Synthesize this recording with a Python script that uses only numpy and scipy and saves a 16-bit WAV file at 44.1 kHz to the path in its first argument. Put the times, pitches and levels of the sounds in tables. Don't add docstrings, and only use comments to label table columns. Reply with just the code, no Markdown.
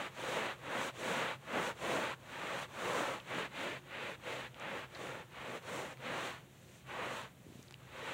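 import sys
import numpy as np
from scipy import signal
from scipy.fft import rfft, irfft, next_fast_len
from scipy.io import wavfile

SR = 44100
rng = np.random.default_rng(int(sys.argv[2]) if len(sys.argv) > 2 else 0)


def transcribe(u):
    v = np.clip(np.atleast_2d(u).T, -1, 1)
    q = np.round(v * 32767).astype(np.int16)
    wavfile.write(sys.argv[1], SR, q)


N = 358533
FFT_SIZE = next_fast_len(N, True)
TIME_S = np.arange(N) / SR
FREQ_HZ = np.maximum(np.fft.rfftfreq(FFT_SIZE, 1 / SR), 1)


def undb(db):
    return 10 ** (np.asarray(db) / 20)


def unit_rms(x):
    return x / np.std(x)


def set_peak(x, db):
    return x * undb(db) / np.abs(x).max()


def place(x, start_s):
    return np.pad(x, (int(start_s * SR), N))[:N]


def curve(points):
    hz, db = np.transpose(points)
    return undb(np.interp(np.log(FREQ_HZ), np.log(hz), db))


def resonance(hz, width_hz):
    return 1 / (1 + 1j * hz / width_hz * (FREQ_HZ / hz - hz / FREQ_HZ))


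def shape(x, response):
    return irfft(rfft(x, FFT_SIZE) * response, FFT_SIZE)[:N]


def noise(response):
    return unit_rms(shape(rng.standard_normal(N), response))


def wander(rate_hz):
    return noise(1 / (1 + (FREQ_HZ / rate_hz) ** 4))


def burst(t60_s):
    age_s = np.arange(SR // 10) / SR
    return rng.standard_normal(len(age_s)) * np.exp(-np.log(1000) * age_s / t60_s)


def tilt(x, corner_hz, low_db, high_db):
    low = shape(x, 1 / (1 + (FREQ_HZ / corner_hz) ** 8))
    return low * undb(low_db) + (x - low) * undb(high_db)


def ease(share):
    return np.sin(np.pi / 2 * np.clip(share, 0, 1))


def away(share, top):
    return np.interp(share, [0, top, 1], [1, 0, 1])


def hand():
    # start, length, run-up, catch delay and stop time in seconds; drives in dB for scratch,
    # its rise over the stroke, rasp re scratch, body and hiss
    strokes = [(-0.248, 0.36, 0.13, 0.078, 0.05, -42.7, -2.8, 1.6, -41.5, -54.6, 0.52, 0.4),
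               (0.095, 0.471, 0.12, 0.063, 0.063, -43.5, 5.5, 1.3, -40.3, -53.5, 0.59, 0.48),
               (0.545, 0.38, 0.298, 0.085, 0.043, -40.0, -3, 2.6, -35, -52.5, 0.24, 0.83),
               (0.915, 0.46, 0.084, 0.092, 0.065, -41.9, 7, 1.2, -38, -52, 0.5, 0.41),
               (1.4, 0.346, 0.2, 0.062, 0.044, -42.5, -0.8, 4, -36, -53.2, 0.44, 0.77),
               (1.733, 0.427, 0.104, 0.079, 0.043, -42.5, 7.5, 2, -37.5, -52, 0.46, 0.47),
               (2.197, 0.475, 0.145, 0.12, 0.033, -46.5, 4.5, 1.3, -44.5, -57.2, 0.77, 0.9),
               (2.647, 0.596, 0.2, 0.087, 0.13, -44.3, 1, 4, -39, -52, 0.57, 0.53),
               (3.225, 0.27, 0.084, 0.063, 0.043, -43, 3, -1.5, -41.1, -58, 0.56, 0.61),
               (3.485, 0.32, 0.089, 0.062, 0.041, -43.9, -4, -2.7, -43.5, -58.1, 0.58, 0.48),
               (3.836, 0.33, 0.117, 0.061, 0.017, -45.6, -4.5, -3.4, -46.5, -62.7, 0.76, 0.84),
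               (4.192, 0.3, 0.08, 0.058, 0.022, -46, 2.0, -2, -45, -59, 0.37, 0.46),
               (4.537, 0.34, 0.087, 0.05, 0.041, -47, -1.2, 0, -45, -62.9, 0.62, 0.74),
               (4.873, 0.376, 0.11, 0.06, 0.038, -50.5, 2, 1.1, -45.2, -60.5, 0.53, 0.5),
               (5.301, 0.307, 0.063, 0.055, 0.028, -49.5, -5.5, 1, -46, -61.7, 0.81, 0.86),
               (5.597, 0.353, 0.08, 0.062, 0.022, -49.6, -1.7, 1.8, -41.5, -55.5, 0.52, 0.47),
               (5.966, 0.46, 0.1, 0.05, 0.154, -44.5, 2.5, 0.5, -43, -56.5, 0.37, 0.64),
               (6.417, 0.431, 0.114, 0.046, 0.015, -66.5, 2, -13.1, -65, -67.9, 0.8, 0.85),
               (6.851, 0.446, 0.052, 0.033, 0.073, -47, -0.0, 2.4, -44, -58.5, 0.4, 0.72),
               (7.31, 0.492, 0.03, 0.119, 0.032, -67.5, 8.0, -9.5, -65.6, -69, 0.48, 0.59),
               (7.833, 0.49, 0.204, 0.083, 0.05, -46, 5.3, 0, -44, -60.5, 0.88, 0.61)]
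    rest_db, rest_hiss_db = -67.5, -76
    skim_grip_loss, catch_ramp_s = .17, .025
    scratch_db, body_db, rasp_db, hiss_db = rest_db, rest_db, 0, rest_hiss_db
    for start_s, length_s, run_up_s, catch_s, stop_s, *drives_db, hardest, fastest in strokes:
        scratch, rise, rasp, body, hiss = drives_db
        age_s = TIME_S - start_s
        share = age_s / length_s
        moving = ease(age_s / run_up_s) * ease((length_s - age_s) / stop_s)
        caught = ease((age_s - catch_s) / catch_ramp_s)
        grip = moving * (1 - skim_grip_loss * (1 - caught))
        lighter = away(share, hardest) ** 1.325
        slower = away(share, fastest) ** 1.31
        scratch_db += grip * (scratch + rise * (share - .5) - 6 * lighter - rest_db)
        body_db += grip * (body - 13 * lighter - rest_db)
        rasp_db += grip * (rasp - 1.6 * lighter)
        hiss_db += moving * (hiss - 12 * slower - rest_hiss_db)
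    return scratch_db, body_db - scratch_db, rasp_db, hiss_db - scratch_db


def tufts(response, rate_per_s, scatter_db):
    chance = np.clip(rate_per_s / SR, 1e-4, 1)
    snaps = (rng.random(N) < chance) * rng.standard_normal(N) / np.sqrt(chance)
    strength = undb(scatter_db * rng.standard_normal(N))
    return unit_rms(shape(snaps * strength, response))


def hollow_response():
    # centre in Hz, width in Hz, boost in dB.
    modes = [(180, 11, 3.5), (242, 24, 3.5), (356, 36, 3), (441, 16, 4), (504, 38, 6), (549, 30, 6.5),
             (631, 11, 4), (815, 14, 2.5), (884, 30, 3), (946, 32, 2), (1130, 57, 2.5)]
    return 1 + sum((undb(db) - 1) * np.abs(resonance(hz, width_hz)) ** 2 for hz, width_hz, db in modes)


def tip_scratch(effort, body_db, hiss_db):
    # frequency in Hz, gain in dB.
    spectrum = [(40, -55), (500, -21), (1200, -5.5), (1850, 1), (2550, -0.5), (3200, -4), (3850, -7),
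                (4400, -14), (4900, -21.5), (6000, -36), (12000, -55)]
    tips = tufts(curve(spectrum), rate_per_s=9000 + 30000 * effort, scatter_db=2.1)
    bright_db = np.clip(.5 * (hiss_db + 13) - .36 * body_db, -7, 3)
    return tilt(tips, corner_hz=2880, low_db=.14 - .44 * bright_db, high_db=.23 + .99 * bright_db)


def wad_body(effort, drive_db):
    # frequency in Hz, gain in dB.
    spectrum = [(30, -55), (60, -28), (110, -6.5), (170, -2), (300, -2), (410, -1.8), (480, 0.4), (580, 0),
                (680, 0.5), (740, -5.5), (1000, -14), (1600, -44)]
    clumps = tufts(curve(spectrum) * hollow_response(), rate_per_s=5000 + 16000 * effort, scatter_db=.7)
    floor_db = .94 * drive_db - 2.5 + 2.34 * effort
    return tilt(clumps, corner_hz=377, low_db=floor_db, high_db=drive_db - .92)


def shaft_rasp(effort, drive_db):
    # frequency in Hz, gain in dB.
    spectrum = [(40, -59), (300, -31), (600, -12), (740, -3.5), (820, -.5), (1100, 0), (1550, -2),
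                (2000, -9.5), (3000, -26), (5000, -50)]
    shafts = tufts(curve(spectrum) * hollow_response(), rate_per_s=7000 + 22000 * effort, scatter_db=1.2)
    return shafts * undb(1.13 * drive_db - .38)


def fibre_hiss(drive_db):
    # frequency in Hz, gain in dB.
    spectrum = [(2000, -15), (3800, -3.5), (5000, -7.5), (6000, -.7), (7000, 0), (8300, -3), (10000, -9.5),
                (12500, -15), (14000, -17), (15700, -11.5)]
    return noise(curve(spectrum)) * undb(drive_db + 1.02)


def rubbing():
    scratch_db, body_db, rasp_db, hiss_db = hand()
    effort = undb((scratch_db - scratch_db.max()) / 2)
    swish = tip_scratch(effort, body_db, hiss_db) + wad_body(effort, body_db)
    swish += shaft_rasp(effort, rasp_db) + fibre_hiss(hiss_db)
    flutter_db = .44 * wander(rate_hz=32)
    return swish * undb(scratch_db + flutter_db)


def arm_echo(x, mean_lag_s, echo_db):
    lag_s = mean_lag_s * (1 + .242 * wander(rate_hz=2.97))
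    return x + undb(echo_db) * np.interp(TIME_S - lag_s, TIME_S, x)


def room():
    # frequency in Hz, gain in dB.
    air_spectrum = [(25, -41), (36, -28), (52, -10.5), (66, -2), (78, -4.5), (105, 0), (160, 0.5),
                    (220, -6), (400, -13), (750, -15), (1500, -21.5), (3000, -26.5), (5000, -36),
                    (7000, -29), (11000, -33), (15700, -31)]
    # centre in Hz, width per resonator stage in Hz, rms level in dB.
    hum_bands = [(130.6, 16.6, -62), (358.5, 10.4, -71)]
    air = noise(curve(air_spectrum)) * undb(-60.5)
    return air + sum(noise(resonance(hz, width_hz) ** 2) * undb(db) for hz, width_hz, db in hum_bands)


def cloth_ticks():
    # start in seconds, peak in dB, centre in Hz, width per stage in Hz, tail T60 in seconds.
    ticks = [(3.2007, -39.5, 2900, 1300, .02), (4.5446, -42, 2900, 1600, .006),
             (4.5984, -44, 6600, 2200, .008), (4.9494, -42, 4150, 1200, .055),
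             (4.9721, -49, 4250, 1100, .025), (5.9727, -43.5, 2200, 1700, .012),
             (7.6284, -44.5, 6200, 3400, .004), (7.6806, -49, 4400, 2000, .006),
             (7.6844, -49, 3800, 1400, .008), (7.7097, -36, 1200, 4400, .005),
             (7.7242, -38, 1300, 4600, .003), (7.7419, -37.5, 2950, 1250, .007)]
    track = np.zeros(N)
    for start_s, peak_db, hz, width_hz, t60_s in ticks:
        snap = burst(t60_s)
        snap[0] += 8
        b, a = signal.iirpeak(hz, hz / width_hz, fs=SR)
        ring = signal.lfilter(b, a, signal.lfilter(b, a, snap))
        track += place(set_peak(ring, peak_db), start_s)
    return track


def cloth_flaps():
    # start in seconds, peak in dB.
    flaps = [(7.4665, -43.5), (7.4885, -45), (7.5025, -43.5), (7.5235, -45), (7.5545, -43.5),
             (7.5935, -43.5)]
    # frequency in Hz, gain in dB.
    spectrum = [(30, -31), (90, 0), (230, -0.5), (380, -9), (600, -28), (2000, -46)]
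    track = np.zeros(N)
    for start_s, peak_db in flaps:
        puff = place(burst(t60_s=.022), start_s)
        track += set_peak(shape(puff, curve(spectrum)), peak_db)
    return track


def scene():
    swish = arm_echo(rubbing(), mean_lag_s=.003, echo_db=-15)
    return np.tile(swish + cloth_ticks() + cloth_flaps() + room(), (2, 1))


def record(dry):
    cutoff_hz = 15750
    return signal.sosfilt(signal.ellip(10, .2, 70, cutoff_hz, fs=SR, output="sos"), dry)


dry = scene()
out = record(dry)
transcribe(out)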